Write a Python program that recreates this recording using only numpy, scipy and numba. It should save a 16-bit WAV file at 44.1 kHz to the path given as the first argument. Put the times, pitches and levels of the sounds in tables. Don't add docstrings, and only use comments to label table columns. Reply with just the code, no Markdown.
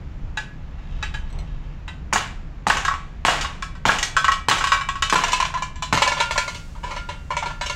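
import sys
import numpy as np
from scipy import signal
from scipy.fft import rfft, irfft
from scipy.io import wavfile
from scipy.ndimage import uniform_filter1d, minimum_filter1d
from numba import njit

SR = 44100
rng = np.random.default_rng(int(sys.argv[2]) if len(sys.argv) > 2 else 0)


def bounce(signal):
    frames = np.transpose(np.atleast_2d(signal))
    limited = np.clip(frames, -1, 1)
    pcm = np.round(limited * 32767).astype(np.int16)
    wavfile.write(sys.argv[1], SR, pcm)


N = 341775
HIT_N, ATTACK_N = int(0.6 * SR), int(0.02 * SR)
HIT_T = np.arange(HIT_N) / SR

# start_s, crack_db, buckle_db, roar_db, roar_t60_s, thump_db
BLOWS = [(2.1273, -22, -19.5, -16.5, 0.43, -39), (2.6684, -15.5, -23, -17.5, 0.7, -32),
         (3.25, -15.5, -21.5, -12, 0.6, -32), (3.8536, -12.5, -21.5, -13.5, 0.59, -26),
         (4.4850, -19.5, -17.5, -14, 0.54, -31.5), (5.1257, -10, -16.5, -19.5, 1, -41),
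         (5.9266, -11.5, -15.5, -21, 0.75, -18.5)]
# freq_hz, level_db
CRACK_SPECTRUM = [(60, -24), (160, -19), (400, -6.5), (650, -4), (870, 4), (1100, 4.5), (1400, -2),
                  (2500, -5), (4500, -22.5), (7000, -20), (9500, -40), (15000, -55)]
# freq_hz, level_db
ROAR_SPECTRUM = [(60, -25.5), (160, -4.5), (400, -9), (600, -5.5), (850, 0.5), (1600, -2), (3000, -3.5),
                 (4800, -11), (7200, -10), (9500, -23), (15000, -37.5)]
# pitch_hz, level_db, t60_s
HOLLOW_MODES = [(796, -13.5, 0.071), (888, -10.5, 0.13)]


def hammer_blows(touch_db=-4, buckle_t60_s=0.17, roar_rise_s=0.048, boom_db=-9):
    out = np.zeros(N)
    for start_s, crack_db, buckle_db, roar_db, roar_t60_s, thump_db in BLOWS:
        force = unit_energy(burst(t60_s=0.023))
        force[0] += undb(touch_db)
        folds = clicks(per_s=450, spread_db=12.5) * fade(buckle_t60_s)
        snaps = signal.fftconvolve(folds, burst(t60_s=0.011))[:HIT_N]
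        roar = colour(noise(), ROAR_SPECTRUM)
        roar = roar / rms(roar) * fade(roar_t60_s) * (1 - np.exp(-HIT_T / roar_rise_s))
        dull = band(roar, 3500, "low", order=1)
        roar = dull + (roar - dull) * fade(t60_s=0.81)
        thump = band(burst(t60_s=0.13), [100, 235], "band", order=2)
        add(out, start_s, set_attack(colour(force, CRACK_SPECTRUM), crack_db))
        add(out, start_s, set_attack(colour(snaps, ROAR_SPECTRUM), buckle_db))
        add(out, start_s, undb(roar_db) * roar)
        add(out, start_s, set_attack(thump, thump_db))
        add(out, start_s, set_attack(ring(HOLLOW_MODES), crack_db + boom_db))
    return out


# start_s, clunk_db, judder_db
CLUNKS = [(2.1585, -19.5, -23), (2.6998, -14, -19.5), (3.282, -15, -19), (3.8915, -10.5, -24),
          (4.5116, -27.5, -15.5), (5.156, -28.5, -19), (5.942, -42, -28)]
# pitch_hz, level_db, t60_s
PINCHED_MODES = [(692, -0.5, 0.021), (913, 0.5, 0.039), (1130, 3, 0.013), (1400, 0, 0.028),
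                 (1653, 3, 0.029), (2100, -17, 0.013), (2740, -4.5, 0.026)]


def clunks(press_s=0.0064):
    out = np.zeros(N)
    for start_s, clunk_db, _ in CLUNKS:
        press = clicks(per_s=3000, spread_db=5.5) * np.exp(-(HIT_T / press_s) ** 2)
        press[0] += 1
        clunk = signal.fftconvolve(ring(PINCHED_MODES), press)[:HIT_N]
        add(out, start_s, set_attack(clunk, clunk_db))
    return out


def crumple(t60_s=0.39, peak_db=-15, sheet_db=-2):
    out = np.zeros(N)
    for start_s, _, _ in CLUNKS:
        wall = ring(WALL_MODES[damage_stage(start_s)], scatter_db=4, detune=0.025)
        crease = unit_energy(wall * fade(t60_s=0.066)) + sheet_ring(sheet_db, t60_s=0.031)
        slips = clicks(per_s=110, spread_db=21) * fade(t60_s)
        creaks = signal.fftconvolve(slips, crease)[:HIT_N]
        add(out, start_s, undb(peak_db) * creaks / np.max(np.abs(creaks)))
    return out


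# start_s, level_db, edge_db (positive on the rim, negative on the side)
LANDINGS = [(0.3722, -25, 9), (0.781, -52.5, -2), (1.027, -26.5, 9.5), (1.141, -32, 8), (1.879, -35, 8),
            (2.178, -28.5, 7), (2.77, -23, 3.5), (2.85, -22, 2.5), (2.881, -20, -8.5), (2.9124, -27.5, -16),
            (2.939, -28.5, -9), (3.265, -23, 5), (3.4105, -28, 14), (3.445, -26.5, -4), (3.624, -27, 1),
            (3.752, -43.5, -1.5), (3.986, -27.5, 13.5), (4.0285, -22, 16), (4.1664, -13.5, -3),
            (4.244, -18, -3), (4.281, -14.5, -10), (4.318, -19, 0), (4.583, -26, 7), (4.609, -23.5, -5),
            (4.6404, -18, -2), (4.671, -23, 4.5), (4.7194, -10, -3.5), (4.811, -26, -3.5), (4.888, -22, -4),
            (4.955, -30.5, -6), (5.023, -17, 4), (5.098, -23, 11), (5.2372, -18.5, 3), (5.2818, -26, 6),
            (5.32, -26.5, 13), (5.332, -18, 3.5), (5.4014, -19.5, 0), (5.4258, -23.5, -3),
            (5.452, -24.5, 1.5), (5.54, -26.5, -5.5), (5.5738, -30.5, -5.5), (5.6225, -25, 0.5),
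            (5.757, -41, 5), (5.8234, -25.5, 5), (5.9749, -20.5, 2.5), (6.02, -14, 3.5), (6.064, -29, -17),
            (6.076, -19, 6), (6.118, -23, 3), (6.2016, -18, 4), (6.3091, -23.5, 4.5), (6.358, -28, -4),
            (6.378, -18, 7.5), (6.478, -28, 6.5), (6.546, -37, 11.5), (6.751, -46.5, -8), (6.963, -30, 0.5),
            (7.3673, -23.5, 1), (7.4253, -28, -6.5), (7.458, -28, -0.5), (7.503, -35.5, -4),
            (7.6111, -26, 5.5), (7.661, -30, 12.5), (7.697, -25.5, 6.5)]
# start_s, level_db, edge_db, skid_s
ROLLS = [(6.168, -27, 0, 0.06), (6.832, -32, -4.5, 0.052), (6.907, -31.5, 0.5, 0.026),
         (7.0885, -30.5, -1, 0.022), (7.305, -27, -6.5, 0.02)]
STAGE_SKID_S = [0.009, 0.0063, 0.0079, 0.011]


def clatter(firm_db=-24, skid_doubling_db=21.5, rebound_s=0.014, rebound_loss_db=10.5, gain_db=-1.22):
    out = np.zeros(N)
    for start_s, level_db, edge_db in LANDINGS:
        stretch = 2 ** ((firm_db - level_db) / skid_doubling_db)
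        skid_s = STAGE_SKID_S[damage_stage(start_s)] * stretch
        add(out, start_s, knock(start_s, level_db, edge_db, skid_s))
    for start_s, level_db, edge_db, skid_s in ROLLS:
        add(out, start_s, knock(start_s, level_db, edge_db, skid_s))
    for start_s, _, judder_db in CLUNKS:
        for gap_s in rebound_s * np.exp(0.25 * rng.standard_normal(3)):
            add(out, start_s, knock(start_s, judder_db, edge_db=-1.5, skid_s=0.0051))
            start_s += gap_s
            judder_db -= rebound_loss_db
    return out * undb(gain_db)


# pitch_hz, level_db, t60_s
WAISTED_MODES = [(867, -7, 0.069), (1350, -11, 0.2), (1540, -13, .2), (1682, -3, 0.17), (1710, -9, 0.07),
                 (1970, -12, 0.15), (1925, -11, 0.23), (2200, -32, 0.21), (2414, -18, .17),
                 (2570, -9, 0.15), (2746, -6, 0.17), (3050, -13, 0.29), (3230, -15, 0.22), (3550, -21, 0.3),
                 (3850, -4.5, 0.12), (4100, -15, 0.11)]
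DENTED_MODES = [(920, -22, 0.047), (1040, -4.5, 0.094), (1106, 1.5, 0.14), (1304, -4.5, 0.26),
                (1398, -7, 0.09), (1535, -2.5, 0.16), (1650, -2.5, 0.1), (1920, 0, 0.16), (2315, -5.5, 0.4),
                (2400, -21, 0.65), (2550, -23, 0.28), (2860, -4.5, 0.22), (2970, -8.5, 0.29),
                (3100, -20, 0.13), (3400, -11.5, 0.4), (3760, -14, 0.4), (3930, -38, 0.21),
                (5030, -15.5, 0.21), (5120, -33, 0.28)]
CREASED_MODES = [(667, -7, 0.16), (1008, 4.5, 0.071), (1040.6, 0, 0.14), (1320, -29, 0.21),
                 (1386, -11.5, 0.14), (1710, -11.5, 0.35), (1850, -22, 0.23), (2350, -4.5, 0.15),
                 (2760, -9.5, 0.24), (2960, -7.5, 0.26), (3110, -28, 0.24), (3530, -13.5, 0.33),
                 (4040, -11, 0.29), (5800, -11, 0.1), (6000, -29, 0.16), (6500, -32, 0.18)]
CRUSHED_MODES = [(582, 4, 0.058), (914, 2, 0.11), (983, 6, 0.13), (1008, 2.5, 0.078), (1358, -7.5, 0.29),
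                 (1402, -4.5, 0.62), (1560, -12.5, 0.26), (1746, -4, 0.3), (1680, -30, 0.74),
                 (1990, -20, 0.25), (2170, -1, 0.2), (2180, -11, 0.54), (2275, -2, 0.3), (2420, -15, 0.57),
                 (2770, -9, 0.6), (2890, -10, 0.22), (2920, -25, 0.19), (3580, -13, 0.48), (3990, -7, 0.15),
                 (4240, -6, 0.14), (4590, -15, 0.72), (4770, -31, 0.22), (5350, -26, 0.28),
                 (6130, -12, 0.23), (6300, -27, 0.26), (7000, -30, .16)]
WALL_MODES = [WAISTED_MODES, DENTED_MODES, CREASED_MODES, CRUSHED_MODES]
DAMAGE_TIMES_S = [2.0, 5.12, 5.92]
# pitch_hz, level_db, t60_s
DOME_MODES = [(6336, -13.5, 0.091), (6900, -17.5, 0.14), (7500, -48, 0.11), (7520, -16.5, 0.16)]
# thud_db, body_db, ring_db, tick_db
STAGE_BALANCE = [(-15.5, 0.5, -1, -15), (-21.5, -1, -2.5, -10.5), (-14, 2.5, -3.5, -9.5),
                 (-7.5, 2, -2.5, -10.5)]
EDGE_TILT = [-0.15, -0.49, 0.23, 0.67]


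def knock(start_s, level_db, edge_db, skid_s, chatter_db=-9, chatter_ref_s=0.0031):
    stage = damage_stage(start_s)
    sheet = sheet_ring(-9, t60_s=0.038) + sheet_ring(-6, t60_s=0.25)
    chatter = unit_energy(clicks(per_s=2500, spread_db=20.5) * np.exp(-HIT_T / skid_s))
    force = chatter * undb(chatter_db) * skid_s / chatter_ref_s
    force[0] += 1
    shell = unit_energy(ring(WALL_MODES[stage] + DOME_MODES)) + sheet
    sound = signal.fftconvolve(shell[:HIT_N // 2], force[:4 * ATTACK_N])
    sound = band(sound, 400, "high", order=2)
    bands_db = level_db + np.array(STAGE_BALANCE[stage]) + edge_db * np.array(EDGE_TILT)
    return balance(sound, bands_db)


def damage_stage(time_s):
    return np.searchsorted(DAMAGE_TIMES_S, time_s)


def balance(x, bands_db, edges_hz=(300, 750, 1450, 4200, 15000), centres_hz=(560, 1050, 2400, 6000)):
    for _ in range(2):
        band_rms = [rms(band(x[:ATTACK_N], hz, "band")) for hz in zip(edges_hz, edges_hz[1:])]
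        gains_db = bands_db - 20 * np.log10(band_rms)
        x = colour(x, list(zip(centres_hz, gains_db)))
    return x


def ring(modes, scatter_db=2.6, detune=0.0016, early_db=2, early_t60_s=0.058):
    pitch_hz, level_db, t60_s = np.transpose(modes)
    level_draw, pitch_draw = rng.standard_normal((2, len(modes)))
    gains = undb(level_db + scatter_db * level_draw) * rng.choice([-1, 1], len(modes))
    t = HIT_T[:HIT_N // 2]
    swings = np.sin(2 * np.pi * np.outer(pitch_hz * (1 + detune * pitch_draw), t))
    decays = np.exp(-np.log(1000) * np.outer(1 / t60_s, t))
    tones = np.pad(gains @ (swings * decays), (0, HIT_N - len(t)))
    return tones * (1 + undb(early_db) * fade(early_t60_s))


# freq_hz, level_db
SHEET_SPECTRUM = [(100, -13.5), (300, -24), (600, -4.5), (1000, -6), (2800, 5), (4600, -4.5), (7200, -7.5),
                  (8500, -15), (10000, -25.5), (14000, -37), (16000, -51)]


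def sheet_ring(level_db, t60_s):
    return undb(level_db) * unit_energy(colour(burst(t60_s), SHEET_SPECTRUM))


# start_s, level_db
PICKUP_TICKS = [(1.303, -56), (1.327, -52.5), (1.388, -46), (1.403, -52)]
# pitch_hz, level_db, t60_s
STEEL_MODES = [(2180, 1, 0.23), (4140, 6, 0.058), (5970, -1, .08), (7960, -2, 0.065), (13150, -19, .1)]


def hammer_pickup(drag_peak_s=1.383, drag_width_s=0.072, drag_db=-47, grit_db=-4):
    t = np.arange(N) / SR
    drag = band(rng.standard_normal(N), [350, 950], "band", order=2)
    out = undb(drag_db) * drag / rms(drag) * np.exp(-((t - drag_peak_s) / drag_width_s) ** 2)
    for start_s, level_db in PICKUP_TICKS:
        tick = unit_energy(ring(STEEL_MODES)) + sheet_ring(grit_db, t60_s=0.06)
        add(out, start_s, set_attack(tick, level_db))
    return out


# freq_hz, level_db
GRIT_SPECTRUM = [(200, -10), (450, 6), (850, 5), (1500, -2), (2300, -4), (3100, 0), (4500, -10),
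                 (7000, -15.5), (9500, -37.5), (15000, -38)]


def rocking(start_s=0.59, length_s=1.23, level_db=-53.5, grains_per_s=1500, wall_db=-3, uneven_db=2):
    sizes = rng.choice([-1, 1], N) * undb(-14 * rng.random(N))
    grains = colour(sizes * (rng.random(N) < grains_per_s / SR), GRIT_SPECTRUM)
    wall = signal.fftconvolve(grains, ring(WAISTED_MODES))[:N]
    crunch = grains / rms(grains) + undb(wall_db) * wall / rms(wall)
    progress = np.clip((np.arange(N) / SR - start_s) / length_s, 0, 1)
    swell = np.sqrt(np.abs(np.sin(np.pi * progress)))
    return crunch * swell * undb(level_db + uneven_db * wander(per_s=7.77))


# freq_hz, level_db
JET_SPECTRUM = [(1000, -3), (7200, -3), (9500, -13), (13000, -19), (15000, -21)]


def gas_leak(start_s=6.23, rise_s=0.19, spurt_t60_s=1.26, spurt_db=-48.5, seep_db=-60.5):
    hiss = colour(rng.standard_normal(N), JET_SPECTRUM)
    age_s = np.maximum(np.arange(N) / SR - start_s, 0)
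    opening = np.minimum(age_s / rise_s, 1)
    spurt = undb(spurt_db) * np.exp(-np.log(1000) * np.maximum(age_s - rise_s, 0) / spurt_t60_s)
    return hiss / rms(hiss) * opening * (spurt + undb(seep_db))


def wall_echo(x, wet_db=-12, low_t60_s=0.41, high_t60_s=0.26, split_hz=2400, build_s=0.0073):
    low = band(noise(), split_hz, "low", order=2) * fade(low_t60_s)
    high = band(noise(), split_hz, "high", order=2) * fade(high_t60_s)
    response = unit_energy((low + high) * (1 - np.exp(-HIT_T / build_s)))
    return undb(wet_db) * signal.fftconvolve(x, response)[:N]


# freq_hz, level_db
AIR_SPECTRUM = [(12, -14), (22, 1), (32, 2), (50, -4.5), (75, -4.5), (100, -14.5), (160, -12.5), (205, -21),
                (270, -24.5), (420, -33), (900, -35), (1500, -38.5), (2500, -42.5), (3500, -49),
                (5000, -54.5), (7200, -58.5), (8500, -76), (10000, -73.5), (16000, -76)]
# time_s, level_db
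RUMBLE_LEVELS = [(0.0, -34.5), (0.3, -27.5), (0.45, -38.5), (0.93, -29.5), (1.6, -28.5), (1.64, -32),
                 (7.62, -35.5), (7.75, -34)]


def air(split_hz=110, gust_db=0.5, drone_db=-5, distant_db=-41, sag_db_per_s=0.35):
    t = np.arange(N) / SR
    rumble = band(colour(rng.standard_normal(N), AIR_SPECTRUM, size=16384), split_hz, "low")
    hiss = band(colour(rng.standard_normal(N), AIR_SPECTRUM, size=16384), split_hz, "high")
    drone = band(rng.standard_normal(N), [122, 165], "band", order=3)
    distant = hiss / rms(hiss) + undb(drone_db) * drone / rms(drone)
    rumble_db = np.interp(t, *np.transpose(RUMBLE_LEVELS)) + gust_db * wander(per_s=6.6)
    return rumble / rms(rumble) * undb(rumble_db) + distant * undb(distant_db - sag_db_per_s * t)


def undb(db):
    return 10 ** (np.asarray(db) / 20)


def rms(x):
    return np.sqrt(np.mean(x ** 2) + 1e-18)


def unit_energy(x):
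    return x / (rms(x) * np.sqrt(len(x)))


def set_attack(x, level_db):
    return undb(level_db) * x / rms(x[:ATTACK_N])


def fade(t60_s):
    return np.exp(-np.log(1000) * HIT_T / t60_s)


def noise():
    return rng.standard_normal(HIT_N)


def burst(t60_s):
    return noise() * fade(t60_s)


def clicks(per_s, spread_db):
    fires = rng.random(HIT_N) < per_s / SR
    return fires * rng.choice([-1, 1], HIT_N) * undb(-spread_db * rng.random(HIT_N))


def wander(per_s):
    step = int(SR / per_s)
    held = np.repeat(rng.standard_normal(200), step)[:N]
    return 1.2 * uniform_filter1d(held, step)


def add(track, start_s, x):
    i = int(start_s * SR)
    track[i:i + len(x)] += x[:len(track) - i]


def band(x, hz, kind, order=4):
    return signal.sosfilt(signal.butter(order, hz, kind, fs=SR, output="sos"), x)


def colour(x, points, size=2048):
    freq_hz, level_db = np.transpose(points)
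    grid_hz = np.maximum(np.arange(size // 2 + 1) * SR / size, 1)
    gains = undb(np.interp(np.log(grid_hz), np.log(freq_hz), level_db))
    cepstrum = irfft(np.log(gains))
    cepstrum[1:size // 2] *= 2
    cepstrum[size // 2 + 1:] = 0
    return signal.fftconvolve(x, irfft(np.exp(rfft(cepstrum))))[:len(x)]


@njit
def peak_envelope(x, release):
    out, peak = np.empty(len(x)), 0.
    for i in range(len(x)):
        peak = max(abs(x[i]), peak * release)
        out[i] = peak
    return out


def scene():
    metal = hammer_blows() + clunks() + crumple() + clatter() + hammer_pickup() + rocking()
    return (metal + wall_echo(metal) + gas_leak() + air())[None]


def record(dry, ceiling=0.64, release_s=0.013, cutoff_hz=15800):
    peaks = peak_envelope(dry[0], np.exp(-1 / (release_s * SR)))
    gain = ceiling / np.maximum(peaks, ceiling)
    gain = uniform_filter1d(minimum_filter1d(gain, size=45), size=45)
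    lowpass = signal.ellip(8, 0.2, 70, cutoff_hz, fs=SR, output="sos")
    return signal.sosfilt(lowpass, dry * gain)


dry = scene()
out = record(dry)
bounce(out)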